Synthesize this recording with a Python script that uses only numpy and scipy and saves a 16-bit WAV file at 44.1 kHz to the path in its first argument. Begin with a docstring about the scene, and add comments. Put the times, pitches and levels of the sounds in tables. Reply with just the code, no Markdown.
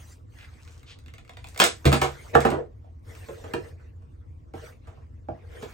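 """A low ventilation rumble and the rustle of fingers and a cotton shirt open the scene, in a small hard-walled room.
A small plastic pot is twisted open: fingers slide on the lid, which ticks on its thread and cracks free.
Then pot and lid knock on a hollow counter, and the knocks boom in the room's lowest modes.
Rumble and cloth are patchy coloured noise, slides are trains of tiny clicks, and each contact is a blow
and a rattle that ring pot, rim and counter; the air modes are dying sines."""
import sys
import numpy as np
from scipy import signal
from scipy.fft import rfft, irfft, next_fast_len
from scipy.io import wavfile
from scipy.ndimage import uniform_filter1d

SR = 44100
rng = np.random.default_rng(int(sys.argv[2]) if len(sys.argv) > 2 else 0)


def bounce(signal):
    """Save signal as a 16-bit WAV file at the path given by the first command-line argument."""
    frames = np.transpose(np.atleast_2d(signal))
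    limited = np.clip(frames, -1, 1)
    pcm = np.round(limited * 32767).astype(np.int16)
    wavfile.write(sys.argv[1], SR, pcm)


N = 252732  # length in samples

# Ringing modes of the hollow counter, before a contact favours some of them.
# Each row: pitch in Hz, width in Hz, level in dB.
COUNTER_MODES = [(261, 130, 1.5), (356, 35, 6), (403.6, 50, 1.5), (473.6, 35, 7), (631, 35, 2.5),
                 (686, 38, 2.5), (793, 86, -0.5), (970, 88, -0.5), (1224, 390, -4.5)]
# How alike left and right are in the sound off the walls.
# Each row: frequency in Hz, likeness from -1 to 1.
WALLS_LIKENESS = [(150, 0.34), (500, 0.06), (1200, 0.36), (4000, 0.09), (12000, 1)]
# Pot or lid knocks on the counter. Each row: start in seconds, counter level in dB, pot level in dB under
# the counter, rattle time to fall 60 dB in seconds, favoured counter pitch in Hz, focus on that pitch
# in dB per octave squared.
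COUNTER_KNOCKS = [(1.845, -41, 9.5, 0.022, 450, 0), (1.854, -17, 7.5, .1, 450, 5),
                  (1.918, -25.5, 7, .05, 800, 8), (1.927, -19.5, 4, .1, 750, -0.5),
                  (2.015, -20.5, 6, 0.14, 800, 5), (2.351, -11, 15, 0.031, 550, 0),
                  (2.45, -15.5, 16.5, 0.086, 600, 2.5), (2.515, -24.5, 21.5, 0.18, 550, 3),
                  (2.84, -56, 19.5, 0.14, 695, 53), (3.286, -35.5, 19, 0.065, 474, 68),
                  (3.44, -42, 11.5, 0.065, 474, 2), (3.536, -26.5, 9, 0.025, 500, 4),
                  (3.644, -51.5, 8, 0.028, 600, 2), (4.022, -63.5, 8.5, 0.048, 660, -0.5),
                  (4.537, -36, 16.5, 0.044, 470, 9), (4.871, -50, 10.5, 0.16, 600, 2),
                  (4.973, -57.5, 30, 0.07, 800, 6), (5.286, -29.5, 26, 0.0106, 500, 9),
                  (5.624, -36, 12, 0.1, 480, 4)]


def amp(db):
    """Gain of a level in dB."""
    return 10 ** (np.asarray(db) / 20)


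def unit(x):
    """x at rms 1."""
    return x / np.sqrt(np.mean(x ** 2) + 1e-20)


def along(points, hz):
    """Value at hz between (Hz, value) points, read on a log frequency axis."""
    f, v = np.transpose(points)
    return np.interp(np.log(hz + 1), np.log(f + 1), v)


def filtered(x, response):
    """x with each frequency multiplied by a response, which may also shift its phase."""
    n = x.shape[-1]
    padded = next_fast_len(n + 8192)  # silence at the end leaves room for ringing
    hz = np.fft.rfftfreq(padded, 1 / SR)
    return irfft(rfft(x, padded) * response(hz), padded)[..., :n]


def resonances(modes, f):
    """Response of a body that rings at (Hz, width in Hz, dB) modes, with signs that alternate."""
    total = 0
    for k, (centre, width, db) in enumerate(modes):
        mode = 1j * f * width / (centre * centre - f * f + 1j * f * width)
        total = total + (-1) ** k * amp(db) * mode
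    return total


def cushion(f, hz=1800):
    """A body takes up little of a blow above a corner frequency."""
    return 1 / (1 - (f / hz) ** 2 + 1.4j * f / hz)


def spread(pair, alike, colour=lambda hz: 1):
    """Left and right mixed from two unrelated signals, alike to a degree that depends on frequency."""
    def mid_side_gains(hz):
        turn = np.arccos(np.clip(along(alike, hz), -1, 1)) / 2
        return colour(hz) * np.array([np.cos(turn), np.sin(turn)])

    mid, side = filtered(pair, mid_side_gains)
    return np.array([mid + side, mid - side])


def rush(spectrum, alike, patchy_db):
    """Stereo noise of rms 1, coloured by a spectrum, with random gain in patches of time and pitch."""
    cells = signal.stft(rng.standard_normal((2, N)), nperseg=512)[2]
    field = rng.standard_normal(cells.shape[1:])
    for axis in (0, 1):
        field = uniform_filter1d(field, size=6, axis=axis)
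    patchy = cells * amp(patchy_db * unit(field))
    pair = signal.istft(patchy, nperseg=512)[1][:, :N]
    return unit(spread(pair, alike, lambda hz: amp(along(spectrum, hz))))


def walls(length):
    """A fresh room answer of energy 1 on the left: noise that builds up, then dies at a speed set by pitch."""
    # Each row: frequency in Hz, time to fall 60 dB in seconds.
    fall_times = [(200, 0.25), (600, 0.19), (2500, 0.2), (8000, 0.22), (15000, 0.061)]
    hz, t, cells = signal.stft(rng.standard_normal((2, length)), SR, nperseg=256)
    dying = cells * amp(-60 * t / along(fall_times, hz)[:, None])
    tail = signal.istft(dying, SR, nperseg=256)[1][:, :length]
    build_up = 1 - np.exp(-np.arange(length) / SR / 0.0027)
    tail = spread(tail * build_up, WALLS_LIKENESS)
    return tail / np.linalg.norm(tail[0])


def ports(pair):
    """The two microphone ports hear the same sound at different phases."""
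    # The hands are off to one side. Each row: frequency in Hz, phase by which left leads in radians.
    left_lead = [(200, .1), (500, 1.1), (1200, 1.77), (2500, 1.4), (5000, 1.2), (7000, 0.28), (9000, 1.5),
                 (13000, 1.1)]
    return filtered(pair, lambda hz: np.exp(.5j * along(left_lead, hz) * [[1], [-1]]))


def loudest(x):
    """Stereo x with its loudest 5 ms at rms 1."""
    power = np.mean(x ** 2, axis=0)
    return x / np.sqrt(uniform_filter1d(power, size=SR // 200).max())


def panned(x, db):
    """Stereo x with left raised over right by db."""
    return amp([[db / 2], [-db / 2]]) * x


def rumble():
    """Steady ventilation: deep noise with slightly uneven patches."""
    # Each row: frequency in Hz, level in dB before the whole is set to its level.
    rumble_spectrum = [(12, -54), (20, -25.5), (86, -1), (200, -31), (239, -21), (285, -26.5), (333, -24.5),
                       (378, -33.5), (476, -36.5), (698, -42.5), (1160, -38), (1260, -53.5), (3970, -76),
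                       (4630, -62.5), (9000, -73.5), (11700, -100), (19800, -120)]
    # Each row: frequency in Hz, left-right likeness from -1 to 1.
    rumble_likeness = [(60, 1), (180, 0.77), (550, -0.63), (1650, -0.85), (4970, 0.21), (15000, -0.24)]
    return amp(-47.5) * rush(rumble_spectrum, rumble_likeness, patchy_db=1.5)


def strokes():
    """Gains of body, hiss and drag: each stroke swells, holds and dies away over the resting level."""
    # Strokes of fingers and cloth. Each row: start in seconds, swell in seconds, hold in seconds,
    # body level in dB, hiss level in dB, level of the drag on the counter in dB.
    stroke_rows = [(-.05, .05, .13, -60, -58.5, -87), (.24, 0.138, 0.067, -58, -64, -77),
                   (.44, 0.049, .3, -62.5, -69.5, -94), (.85, 0.045, 0.038, -63.5, -87, -69),
                   (1.2, 0.35, 0.52, -63, -63.5, -70), (1.835, 0.024, .45, -53.5, -57.5, -56),
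                   (2.325, .025, 0.013, -34, -65, -24.5), (2.375, 0.036, 0.079, -40, -56.5, -35.5),
                   (2.546, 0.037, 0.017, -62.5, -82, -32.5), (3.01, 0.092, .27, -57, -58, -57.5),
                   (3.34, 0.044, 0.31, -57.5, -63.5, -50), (3.75, 0.047, 0.0735, -68.5, -78.5, -65.5),
                   (4.53, 0.024, 0.14, -55, -62.5, -74), (4.57, 0.073, 0.044, -58, -61, -51),
                   (4.733, 0.12, 0.18, -67, -82, -68.5), (5.259, 0.038, 0.15, -66.5, -85, -59.5),
                   (5.37, 0.2, 0.069, -54, -62, -49.5), (5.56, 0.081, .1, -55, -59, -67)]
    # While the hands rest: levels of body, hiss and drag in dB.
    resting_db = [-77, -84, -71]
    t60 = 0.25  # seconds for a stroke to fall 60 dB
    t = np.arange(N) / SR
    power = amp(resting_db)[:, None] ** 2
    for start, swell, hold, *levels_db in stroke_rows:
        rise = np.clip((t - start) / swell, 0, 1) ** 2
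        since_hold = np.maximum(t - start - swell - hold, 0)
        shape = rise * amp(-60 * since_hold / t60)
        power = power + (amp(levels_db)[:, None] * shape) ** 2
    return np.sqrt(power)


def rustle():
    """Skin and cotton rub: a duller body, a finer hiss, and a drag that hums in the counter."""
    # Noise colours of the cloth. Each row of both: frequency in Hz, relative level in dB per Hz.
    body_spectrum = [(250, -38.5), (450, -2.5), (900, -2), (2000, -1.5), (3200, -11), (4800, -17),
                     (6500, -21), (9000, -53)]
    hiss_spectrum = [(1500, -28), (3500, -9), (6000, -4.5), (9000, -5.5), (13000, -3), (17000, -11)]
    body, hiss, drag = strokes()
    # the drag favours counter modes near 480 Hz
    board = [(hz, w, db - 30 * np.log2(hz / 480) ** 2) for hz, w, db in COUNTER_MODES]
    rub = rush([(500, 0)], WALLS_LIKENESS, patchy_db=3.0)
    hum = unit(filtered(rub, lambda f: resonances(board, f) * cushion(f)))
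    dull = body * rush(body_spectrum, WALLS_LIKENESS, patchy_db=4.5)
    fine = hiss * rush(hiss_spectrum, [(5000, 0.86)], patchy_db=5.0)
    return dull + fine + drag * hum


def slides():
    """Random slips of uneven size under a smooth stroke, each a tiny click in a resonance, broad for most
    slides and narrow for squeaks."""
    # A finger slides or creaks on the lid. Each row: start in seconds, length in seconds,
    # level in dB before the walls answer, centre in Hz, width in Hz, slips per second.
    slide_rows = [(0.378, 0.089, -58, 2090, 1530, 2500), (0.544, 0.31, -69.5, 5340, 7900, 250),
                  (0.855, 0.097, -56, 3100, 2800, 6900), (1.593, 0.069, -30.5, 2400, 5030, 750),
                  (4.012, 0.17, -94, 3610, 50.3, 6400), (5.54, 0.12, -67, 3080, 304, 3000)]
    out = np.zeros((2, N + SR))
    length = SR // 2
    for start, seconds, db, hz, width, rate in slide_rows:
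        n = round(seconds * SR)
        sizes, unevenness = rng.standard_normal((2, length))[:, :n]
        slipping = rng.random(length)[:n] < rate / SR
        slips = slipping * sizes * amp(2.6 * unevenness) * np.sqrt(np.hanning(n))
        rung = filtered(slips, lambda f: resonances([(hz, width, 0)], f) ** 2)
        direct = np.pad(amp(db) * unit(rung), (0, length - n))
        answer = signal.fftconvolve(direct[None], walls(length), axes=1)[:, :length]
        out[:, round(start * SR):][:, :length] += direct + amp(-5.5) * answer
    return ports(out[:, :N])


def contact_rows():
    """Lid and knock events as (start s, pot dB, counter dB, rim dB, rattle t60 s, favoured Hz, focus)."""
    # The lid ticks and cracks on its thread; levels are of the loudest 5 ms, before panning.
    # Each row: start in seconds, pot level in dB, rim level in dB.
    lid_rows = [(0.387, -52, -61), (0.677, -52.5, -58.5), (0.831, -54.5, -57), (0.988, -60, -56),
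                (1.039, -69, -70), (1.061, -54, -59), (1.082, -52, -59), (1.102, -66, -70),
                (1.138, -48.5, -53), (1.182, -49, -55.5), (1.249, -58, -64.5), (1.278, -57, -64),
                (1.294, -45, -53), (1.335, -57.5, -62), (1.37, -46, -52), (1.443, -43, -50),
                (1.471, -52, -49), (1.487, -66.5, -44), (1.546, -51, -48.5), (1.561, -42, -52),
                (1.576, -40, -32.5), (1.591, -36, -31), (1.6, -13.5, -15), (1.617, -15.5, -26.5),
                (1.639, -21.5, -15), (1.664, -30.5, -28), (2.405, -46.5, -31), (2.503, -41, -36.5),
                (3.151, -51.5, -52.5)]
    rows = []
    for start, pot_db, rim_db in lid_rows:
        # the counter sounds under the pot; below -46 dB it loses 2 dB more per dB
        counter_db = pot_db - 5 - 2 * max(-46 - pot_db, 0)
        # a crack shakes the whole counter and rattles longer; a tick shakes little but one mode
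        t60, focus = (0.038, 3) if pot_db > -40 else (0.017, 16)
        rows.append((start, pot_db, counter_db, rim_db, t60, 700, focus))
    for start, db, soft_db, *rest in COUNTER_KNOCKS:
        # a softer contact dulls the rim even more than the pot
        rows.append((start, db - soft_db, db, db - 1.4 * soft_db, *rest))
    return rows


def contacts():
    """Each contact is a sharp blow and a short spiky rattle that ring pot, rim and counter; the walls answer."""
    # Ringing modes of the pot, before a soft contact weakens the upper ones, and of the thin lid rim.
    # Each row of both: pitch in Hz, width in Hz, level in dB.
    pot_modes = [(1280, 510, 5.5), (1792, 160, 6.5), (2090, 290, 9), (2850, 730, 5.5), (3340, 530, 6.5),
                 (4670, 2400, -9)]
    rim_modes = [(6100, 8200, 6.5), (8350, 2400, 13), (15100, 6100, 8)]
    pot_pan_db, counter_pan_db = -0.5, -3.5  # left over right
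    length = SR * 2 // 5
    out = np.zeros((2, N + SR))
    t = np.arange(length) / SR
    for start, pot_db, knock_db, rim_db, t60, spot_hz, focus in contact_rows():
        spikes_db = 6.3 * rng.standard_normal(length)
        force = rng.standard_normal(length) * amp(spikes_db - 60 * t / max(t60, .004))
        force[0] += 6  # the sharp blow
        answer = signal.fftconvolve(force[None], walls(length), axes=1)[:, :length]
        heard = force + amp(-2.0) * answer
        # where the blow lands decides which modes of the counter speak
        board = [(hz, w, db - focus * np.log2(hz / spot_hz) ** 2) for hz, w, db in COUNTER_MODES]
        knock = filtered(heard, lambda f: resonances(board, f) * cushion(f, hz=2690) ** 2)
        # a soft contact, poor in rim snap, also leaves the upper modes of the pot weak
        tilt_db = 0.17 * (rim_db - pot_db + 7.5)  # per octave
        shell = [(hz, w, db + tilt_db * np.log2(hz / 2200)) for hz, w, db in pot_modes]
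        pot = filtered(heard, lambda f: resonances(shell, f) * cushion(f, hz=5040))
        rim = filtered(heard, lambda f: resonances(rim_modes, f))
        plastic = panned(amp(pot_db) * loudest(pot) - amp(rim_db) * loudest(rim), pot_pan_db)
        counter = panned(amp(knock_db) * loudest(knock), counter_pan_db)
        out[:, round(start * SR):][:, :length] += plastic + counter
    return ports(out[:, :N])


def thuds():
    """The air modes swell over a few crossings of the room, then die away, a little unevenly at the two ports."""
    # Room air modes. Each row: pitch in Hz, level in dB before the tilt, time to fall 60 dB in seconds.
    air_modes = [(75, 3.5, 0.39), (137.6, 3.5, 0.37), (187, -13.5, 0.43)]
    # The whole weight of the hands lands: start in seconds, gain of the air modes in dB.
    heavy_landing = (1.856, -16)
    boom_db, tilt_db = -15.5, 3  # boom against the knock; tilt toward the higher modes per octave
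    out = np.zeros((2, N + SR))
    t = np.arange(SR) / SR
    skew = np.array([[.12], [-.12]])  # left and right phase in radians
    blows = [heavy_landing] + [(start, db + boom_db) for start, db, *_ in COUNTER_KNOCKS]
    ring = 0
    for hz, level_db, t60 in air_modes:
        decay = amp(level_db + tilt_db * np.log2(hz / 100) - 60 * t / t60)
        ring = ring + decay * np.sin(2 * np.pi * hz * t + skew)
    swell = 1 - np.exp(-t / 0.0065)
    for start, db in blows:
        out[:, round(start * SR):][:, :SR] += amp(db) * ring * swell
    return out[:, :N]


def scene():
    """Pot, counter, hands and the steady rumble added together."""
    return contacts() + thuds() + slides() + rustle() + rumble()


def record(dry):
    """A narrow dip near 11 kHz dulls the treble; the highest peaks are rounded off; the top is cut away."""
    # A narrow dip in the treble near 11 kHz. Each row: frequency in Hz, gain in dB.
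    treble_dip = [(8800, 2), (10000, -4.5), (10700, -22), (11300, -32), (12000, -8), (13000, -5.5)]
    heard = filtered(dry, lambda hz: amp(along(treble_dip, hz)))
    rounded = heard / (1 + np.abs(heard / .9) ** 6) ** (1 / 6)
    return filtered(rounded, lambda hz: hz < 16000)


dry = scene()
out = record(dry)
bounce(out)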